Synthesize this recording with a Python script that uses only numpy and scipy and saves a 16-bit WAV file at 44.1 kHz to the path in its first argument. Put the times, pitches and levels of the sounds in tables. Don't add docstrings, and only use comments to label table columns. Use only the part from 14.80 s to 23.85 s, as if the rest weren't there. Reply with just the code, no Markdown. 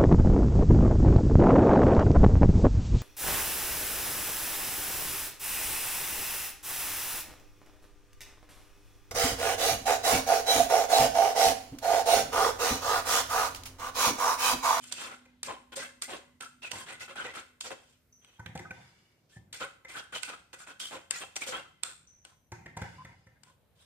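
import sys
import numpy as np
from scipy import signal
from scipy.io import wavfile

SR = 44100
rng = np.random.default_rng(int(sys.argv[2]) if len(sys.argv) > 2 else 0)


def generate_wav(signal):
    frames = np.transpose(np.atleast_2d(signal))
    scaled = np.clip(frames, -1, 1) * 32767
    pcm = np.round(scaled).astype(np.int16)
    wavfile.write(sys.argv[1], SR, pcm)


N = 399105

# start_s, level_db, dull_over_bright_db (modes below 3.3 kHz), left_over_right_db
RIM_TICKS = [(0.04, -27.5, -22, 5), (0.1234, -26.5, -28, -34.5), (0.631, -13.5, -40, 3),
             (1.221, -12.5, -51.5, -3), (1.608, -27, -15, -10), (1.9158, -17, -19.5, -11.5),
             (2.357, -67, -21, -17), (2.809, -17.5, -20, -2), (3.447, -42.5, -11.5, 1),
             (3.6608, -39, -0.5, -12), (3.776, -33, -9, -3), (4.7287, -22, -34, 3),
             (5.432, -22.5, -15, -16.5), (5.731, -39, -11.5, -12), (6.001, -28.5, -11.5, -12.5),
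             (6.3087, -12, -23, 8.5), (6.564, -14, -17.5, 4), (7.0342, -15, -19, -12),
             (7.45, -33, -13, 4.5), (7.973, -30, -36, 2), (8.634, -38, -20.5, 14.5)]
# start_s, frame_level_db, thud_over_frame_db (before loss), favoured_hz
STRAINER_KNOCKS = [(0.453, -51, -6, 2340), (1.929, -32, 5.5, 880), (3.594, -40.5, 13, 895),
                   (3.659, -37, 4.5, 2340), (3.691, -48, 22.5, 850), (3.752, -30.5, 7.5, 764),
                   (3.791, -33.5, -20, 615), (3.907, -33.5, 5.5, 710), (4.564, -52.5, 24, 790),
                   (5.047, -40, -18, 2040), (5.73, -40.5, -20, 1350), (7.718, -32.5, 6, 920),
                   (7.858, -37.5, 9.5, 2070), (7.967, -28.5, 4, 870), (8.016, -27, 7.5, 1370),
                   (8.247, -37.5, 8.5, 1896), (8.466, -48.5, 6, 1840)]
# freq_hz, level_db, t60_s
MESH_MODES = [(546.4, -12, 0.092), (806, -14.5, 0.089), (1055, -11.5, 0.068), (1355, -12.5, 0.05),
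              (1503, -6.5, 0.061), (1647, -12, 0.039), (2059, -11, 0.1), (2364, -12, 0.03),
              (2623, -7, 0.05), (3150, -9, 0.067), (3567, -13, 0.013), (4380, -16, 0.0096),
              (6000, -18.5, 0.035), (7320, -5, 0.0063), (8490, -4, 0.0079)]
# freq_hz, level_db, t60_s
FRAME_MODES = [(350, -4, 0.15), (524, -4, 0.17), (791, 2.5, 0.026), (914, -4, 0.043), (952, -4, 0.03),
               (1332, -7.5, 0.072), (1576, 1, 0.023), (1783, -3.5, 0.048), (2050, 4.5, 0.017),
               (2392, -4, 0.019)]


def from_db(db):
    return 10 ** (np.asarray(db) / 20)


def rms_one(x):
    return x / np.sqrt(np.mean(x ** 2) + 1e-20)


def in_time(rows):
    s, *columns = np.transpose(rows)
    return [np.interp(np.arange(N) / SR, s, c) for c in columns]


def at_hz(points, hz):
    freq_hz, value = np.transpose(points)
    return np.interp(np.log(hz), np.log(freq_hz), value)


def drift(rate_hz):
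    step = 40
    pole = np.exp(-2 * np.pi * rate_hz * step / SR)
    noise = rng.standard_normal(N // step + 2002)
    slow = signal.lfilter([1], [1, -2 * pole, pole * pole], noise)[2000:]
    return np.interp(np.arange(N) / step, np.arange(len(slow)), rms_one(slow))


def ring(clicks, hz, t60_s):
    pole, w = from_db(-60 / (t60_s * SR)), 2 * np.pi * hz / SR
    return signal.lfilter([0, np.sin(w)], [1, -2 * pole * np.cos(w), pole * pole], clicks + 1e-18)


def grains(per_s, spread_db):
    sizes_db = spread_db * np.minimum(rng.exponential(1, (2, N)), 3.5)
    sizes = from_db(sizes_db) * rng.choice([-1, 1], (2, N))
    return rms_one(sizes * (rng.random((2, N)) < per_s / SR))


def spread(pair, hz):
    # freq_hz, likeness
    coherence = [(60, 0.76), (250, 0.72), (1000, 0.4), (3000, 0.19), (12000, 0.12)]
    alike = np.clip(at_hz(coherence, hz), -1, 1)
    common = np.sqrt(.5 + .5 * alike) * pair[0]
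    opposed = np.sqrt(.5 - .5 * alike) * pair[1] * [[1], [-1]]
    return common + opposed


def bands(sources, spectrum, gain_at):
    out, edges = 0, 25 * 2 ** np.arange(0, 9.7, 2 / 3)
    for k, (low, high) in enumerate(zip(edges, edges[1:])):
        hz = np.sqrt(low * high)
        if spectrum[0][0] <= hz:
            band = signal.butter(2, [low, high], "band", fs=SR, output="sos")
            pair = signal.sosfilt(band, sources[k % 2])
            out = out + from_db(at_hz(spectrum, hz)) * gain_at(hz) * spread(pair, hz)
    return out


def strike(times, modes, level_at, burst_s, scatter_db, first, rise_s=1e-5):
    at, out = np.round(times * SR).astype(int), np.zeros(N)
    n = np.arange(600)
    fade = np.exp(-n / (burst_s * SR)) * np.minimum(n / (rise_s * SR), 1)
    for hz, level_db, t60_s in modes:
        draw = rng.standard_normal((len(at), 601))
        push = draw[:, 1:] * fade / np.sqrt(np.sum(fade ** 2))
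        push[:, 0] += first
        strength = from_db(level_at(hz) + level_db + scatter_db * draw[:, 0])
        clicks = np.zeros(N)
        clicks[at[:, None] + n] = strength[:, None] * push
        out += ring(clicks, hz, t60_s)
    return out


def swells(times, levels_db, lasting_s):
    kicks, keep = np.zeros(N), np.exp(-1 / (lasting_s * SR))
    kicks[np.round(times * SR).astype(int)] = from_db(2 * levels_db) * np.e / (lasting_s * SR)
    return signal.lfilter([1], [1, -2 * keep, keep ** 2], kicks)


def favour(hz, centre_hz, lift_db, octaves):
    return lift_db * (np.exp(-.5 * (np.log2(hz / centre_hz) / octaves) ** 2) - .5)


def pressure():
    # start_s, length_s, level_db, brightness_db, favoured_hz
    drags = [(0.0, 0.13, -59.5, 9.5, 2900), (0.114, 0.047, -45.5, 6, 2920), (0.161, 0.11, -43.5, 3.5, 2830),
             (0.2, 0.16, -46, -2, 1240), (0.63, 0.081, -49, 8, 2270), (0.67, 0.083, -43, -11.5, 950),
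             (0.919, 0.03, -44.5, -4, 3330), (0.955, 0.06, -39.5, 5, 530), (0.99, 0.079, -43.5, 0.5, 1830),
             (1.216, 0.048, -46.5, 13.5, 2000), (1.277, 0.11, -40, -4.5, 470), (1.603, 0.073, -49, 4, 1350),
             (1.818, 0.088, -50, 0, 2700), (1.909, 0.15, -43, 2.5, 980), (2.06, 0.11, -45.5, -4, 1870),
             (2.195, 0.075, -50.5, 5.5, 2170), (2.275, 0.065, -49, -4.5, 1280),
             (2.355, 0.2, -45.5, -5.5, 1460), (2.444, 0.027, -42.5, -8, 1950),
             (2.535, 0.086, -44.5, -1.5, 1250), (2.804, 0.04, -59.5, 20, 2930),
             (2.84, 0.058, -41.5, 2, 620), (2.9, 0.041, -40, -7, 493), (2.98, 0.22, -75.5, 8, 3050),
             (3.41, 0.21, -70, -3.5, 3020), (4.49, 0.11, -72.5, 11, 3000), (4.726, 0.069, -49.5, 8.5, 2150),
             (4.798, 0.055, -40, -3, 1280), (5.081, 0.092, -49.5, 2.5, 2110),
             (5.15, 0.068, -44.5, -2.5, 1500), (5.324, 0.04, -43, -2.5, 1470),
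             (5.345, 0.047, -42.5, 1.5, 3050), (5.42, 0.057, -52.5, 7.5, 2580),
             (5.47, 0.084, -43.5, -4.5, 1310), (5.729, 0.024, -50, 6, 1454),
             (5.782, 0.07, -56.5, 5.5, 1420), (5.865, 0.066, -48, -2, 1500),
             (5.994, 0.13, -51.5, 12.5, 3130), (6.105, 0.083, -41, -5.5, 630), (6.304, 0.18, -49, 8, 1900),
             (6.407, 0.037, -46, -18.5, 2810), (6.556, 0.03, -41, 6.5, 804), (6.607, 0.055, -45.5, 2, 2160),
             (6.661, 0.061, -38, 3.5, 554), (6.714, 0.092, -40.5, -7.5, 1255),
             (7.028, 0.12, -51.5, 5, 1290), (7.444, 0.12, -61.5, -1, 1150), (8.63, 0.12, -64, 0.5, 1050),
             (8.95, 0.45, -67.5, 2, 3660)]
    landing_s = .012
    bite_s, swell_share = 0.0045, 0.22
    mesh_db, mesh_favoured_db = -2.5, 3.5
    bowl_follows = 0.55
    power, favoured_hz = np.zeros((3, N + SR)), np.full(N, drags[0][-1], float)
    tick_s = np.transpose(RIM_TICKS)[0]
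    for start_s, length_s, level_db, bright_db, hz in drags:
        lands = np.abs(tick_s - start_s).min() < landing_s
        rise_s = bite_s if lands else swell_share * length_s
        a, rise, whole = (round(s * SR) for s in (start_s, rise_s, length_s))
        ease = np.cos(np.linspace(0, np.pi / 2, whole - rise)) ** (2 if lands else 1.2)
        shape = np.r_[np.linspace(0, 1, rise), ease]
        mesh_over_db = mesh_db + mesh_favoured_db * (1150 < hz < 3300)
        levels_db = level_db + np.array([bright_db, mesh_over_db, -bowl_follows * bright_db])
        power[:, a:a + whole] += from_db(2 * levels_db)[:, None] * shape
        favoured_hz[a:] = hz
    keep = np.exp(-1 / (0.022 * SR))
    power += from_db(-17.5) * signal.lfilter([1 - keep], [1, -keep], power)
    return np.sqrt(power[:, :N]), favoured_hz


def background():
    # freq_hz, level_db
    floor_spectrum = [(15, -39), (25, 20.5), (104, 2), (1200, -13), (4750, -20.5), (7500, -22),
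                      (15500, -24.5)]
    # time_s, level_db
    hum_levels = [(0, -62.5), (2.6, -70), (3.4, -79.5), (3.7, -93)]
    # start_s, level_db, t60_s
    far_chirps = [(3.325, -61.5, 1), (7.273, -59.5, 1)]
    hum_hz, chirp_hz, chirp_width_hz = 248, 6020, 210
    floor_db, rumble_db = -66.5, -76.5
    shake_db, shake_s, grip_db = -32.5, 0.048, -38

    white = rng.standard_normal((2, 2, N))
    hiss = from_db(floor_db) * rms_one(bands(white, floor_spectrum, lambda hz: from_db(3.3 * drift(0.62))))

    low_band = signal.butter(2, [72, 180], "band", fs=SR, output="sos")
    low = signal.sosfilt(low_band, rng.standard_normal(N))
    knock_s, frame_db, thud_db, _ = np.transpose(STRAINER_KNOCKS)
    shaken = swells(knock_s, frame_db + thud_db + shake_db, shake_s)
    gripped = (from_db(grip_db) * pressure()[0][2]) ** 2
    rumble = np.sqrt(from_db(2 * rumble_db) + shaken + gripped) * from_db(2.0 * drift(6)) * rms_one(low)

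    t = np.arange(N) / SR
    hum_gain = from_db(in_time(hum_levels)[0] + 3.2 * drift(50.0))
    hum = hum_gain * np.sin(2 * np.pi * hum_hz * t + 0.05 * drift(5.3))

    edges = [chirp_hz - chirp_width_hz / 2, chirp_hz + chirp_width_hz / 2]
    narrow = rms_one(signal.sosfilt(signal.butter(2, edges, "band", fs=SR, output="sos"), white[0]))
    chirp_gain = sum((t >= s) * from_db(level_db - 60 * np.maximum(t - s, 0) / t60_s)
                     for s, level_db, t60_s in far_chirps)
    return hiss + rumble + hum * from_db([[-1.5], [1.5]]) + narrow * chirp_gain


def kitchen(x):
    t60_s, wall_cut_hz = 0.46, 23700
    out, dull = np.zeros((2, N)), np.exp(-2 * np.pi * wall_cut_hz / SR)
    for k, lag in enumerate((np.geomspace(.013, .041, 12) * SR).astype(int)):
        loop, gain, state = x.copy(), from_db(-60 * lag / SR / t60_s), [0.]
        for i in range(lag, N, lag):
            back, state = signal.lfilter([gain * (1 - dull)], [1, -dull], loop[i - lag:i], zi=state)
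            loop[i:i + lag] += back[:N - i]
        out[k % 2] += (loop - x) * (-1) ** (k // 2)
    return out


def trickle():
    # start_s, level_db
    juice_pours = [(3.929, -60.5), (7.98, -59)]
    # freq_hz, level_db
    glass_air = [(2300, 4.5), (2950, 1.5), (3600, 0), (5100, 2.5)]
    runoff_db, runoff_s = -23, 0.029
    pour_s = .065

    pops = [grains(500, spread_db=2.0) for _ in range(2)]
    murmur = 0
    for k, (hz, level_db, t60_s) in enumerate(FRAME_MODES[1:]):
        gain = from_db(level_db + 5.5 * drift(12))
        upper = ring(pops[k % 2], hz * 1.03, 0.04 + t60_s)
        lower = ring(pops[1 - k % 2], hz / 1.03, 0.03 + t60_s)
        murmur = murmur + gain * rms_one(spread(upper + lower, hz))

    spatter_band = signal.butter(2, [800, 6500], "band", fs=SR, output="sos")
    spatter = signal.sosfilt(spatter_band, grains(9000, spread_db=3.0))
    coloured = sum(from_db(db + 4.0 * drift(8)) * ring(spatter, hz, 0.03) for hz, db in glass_air)
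    spatter = rms_one(spatter) + rms_one(coloured)

    knock_s, frame_db = np.transpose(STRAINER_KNOCKS)[:2]
    flow = from_db(runoff_db) * np.sqrt(swells(knock_s, frame_db, runoff_s)) * from_db(1.5 * drift(17))
    pour = np.sqrt(swells(*np.transpose(juice_pours), pour_s)) * from_db(1.0 * drift(12))
    return flow * rms_one(murmur) + pour * rms_one(spread(spatter, 13000))


def short_tones():
    # start_s, pitch_hz (at the crest), level_db, half_length_s
    tones = [(3.592, 1505, -43.5, 0.027), (3.586, 885, -48.5, 0.035), (3.659, 1550, -43, 0.012),
             (3.851, 1260, -49, 0.024), (3.852, 1520, -43, 0.012), (3.907, 2385, -31, 0.0052),
             (3.908, 1514, -36, 0.02), (4.524, 1765, -63, 0.03), (4.559, 1767, -55, 0.029),
             (8.038, 808, -42.5, 0.033), (8.18, 1024, -48, 0.064)]
    crest, rise = 0.31, 0.014
    out, waver = np.zeros(N), from_db(5.0 * drift(70))
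    for s, hz, level_db, half_s in tones:
        share = np.arange(round(2 * half_s * SR)) / (half_s * SR)
        shape = share / crest * np.exp(1 - share / crest) * np.cos(np.pi / 4 * share)
        phase = 2 * np.pi * np.cumsum(hz * (1 + rise * (share - crest))) / SR
        out[round(s * SR):][:len(share)] += from_db(level_db) * shape * np.sin(phase)
    return out * waver


def knocks():
    # freq_hz, level_db, t60_s
    thud_modes = [(80, -10.5, 0.11), (113, -6, 0.17), (162.6, -1, 0.056)]
    thud_loss_db = 16.5
    s, frame_db, thud_db, favoured_hz = np.transpose(STRAINER_KNOCKS)
    frame = strike(s, FRAME_MODES,
                   lambda hz: frame_db - 6 + favour(hz, favoured_hz, lift_db=14.0, octaves=0.08),
                   0.008, 2.5, first=0.05, rise_s=.004)
    thud = strike(s, thud_modes, lambda hz: frame_db + thud_db - thud_loss_db, 0.003, 2.0, first=1.5)
    snap = strike(s, [(3540, -15.5, 0.0095), (6300, 1.5, 0.00095)], lambda hz: frame_db,
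                  0.014, 2.5, first=0.16, rise_s=0.0015)
    return frame + snap + signal.lfilter(*signal.butter(2, 400, fs=SR), thud)


def ticks():
    s, level_db, dull_db, pan_db = np.transpose(RIM_TICKS)
    rings = strike(s, MESH_MODES, lambda hz: level_db - 5.0 + dull_db * (hz < 3300) - 9 * (hz < 1150),
                   0.0014, 1.5, first=0.05)
    crack = strike(s, [(2870, 13.0, 0.0029), (4720, -5.5, 0.0022), (7750, -11.0, 0.0029)],
                   lambda hz: level_db + dull_db * (hz < 3300), 0.0035, 0.94, first=0.15)
    side_db = np.repeat(pan_db, np.diff(np.r_[0, np.round(s[1:] * SR).astype(int), N]))
    thin = signal.sosfilt(signal.butter(2, 600, "high", fs=SR, output="sos"), rings + crack)
    return thin * from_db(side_db * [[.5], [-.5]])


def strokes():
    # freq_hz, density_db (per Hz)
    rasp_spectrum = [(150, -34), (250, 3), (534, -2.5), (717, -2), (1890, -1), (4100, 1.5), (8470, -13),
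                     (15500, -20)]
    wires_per_s, jolt_db = 480, -11
    stretch_s = .001
    free_db, free_longer = -28, 10
    gains, favoured_hz = pressure()
    hiss, mesh, bowl = gains * from_db(1.1 * drift(39))

    def gain_at(hz):
        return bowl if hz < 1150 else mesh if hz < 3300 else hiss

    plucks = [grains(300, spread_db=3.5) for _ in range(2)] + [grains(2500, spread_db=3.5)]
    rings = 0
    for k, (hz, level_db, t60_s) in enumerate(MESH_MODES):
        drive_db = level_db + 3.5 * drift(30) + favour(hz, favoured_hz, lift_db=13.0, octaves=0.15)
        ring_norm = np.sqrt(t60_s * SR / 4 / np.log(1000))
        drive = plucks[k % 2 if hz < 3300 else 2] * gain_at(hz) * from_db(drive_db) / ring_norm
        split = np.array([ring(drive[0], hz / 1.02, t60_s), ring(drive[1], hz * 1.02, t60_s)])
        rings = rings + spread(split, hz)
        if 900 < hz < 3300:
            rings = rings + from_db(free_db) * ring(drive[0], hz, free_longer * t60_s)
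    read = np.arange(N) + stretch_s * SR * drift(4)
    rings = np.array([np.interp(read, np.arange(N), side) for side in rings])

    def rasp_gain(hz):
        return gain_at(hz) * from_db(2.5 * drift(24) + favour(hz, favoured_hz, lift_db=4.0, octaves=0.59))

    rasp = bands([grains(5000, spread_db=4.5) for _ in range(2)], rasp_spectrum, rasp_gain)

    wire_rate = wires_per_s * from_db(2.0 * drift(30) + 1.5 * drift(150))
    crossed = np.diff(np.floor(np.cumsum(wire_rate / SR)), prepend=0)
    jolts = -crossed * from_db(5.5 * rng.standard_normal(N) + 3.0 * drift(66))
    jolt_band = signal.butter(2, [450, 2200], "band", fs=SR, output="sos")
    jolts = rms_one(signal.sosfilt(jolt_band, jolts))
    return from_db(1.5) * rings + from_db(4.0) * rasp + from_db(jolt_db) * bowl * jolts


def scene():
    left_lag, kitchen_db = 4, -19.5
    blows = knocks()
    near = strokes() + ticks() + short_tones() + blows + trickle()
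    near[0] = np.r_[np.zeros(left_lag), near[0, :-left_lag]]
    to_walls = near[1] + from_db(3.0) * blows
    walls = signal.lfilter(*signal.butter(2, 280, "high", fs=SR), to_walls)
    return near + from_db(kitchen_db) * kitchen(walls) + background()


def record(dry):
    cutoff_hz = 16400
    lean = signal.sosfilt(signal.butter(4, 68, "high", fs=SR, output="sos"), dry)
    return signal.sosfilt(signal.cheby2(12, 70, cutoff_hz, fs=SR, output="sos"), lean)


dry = scene()
out = record(dry)
generate_wav(out)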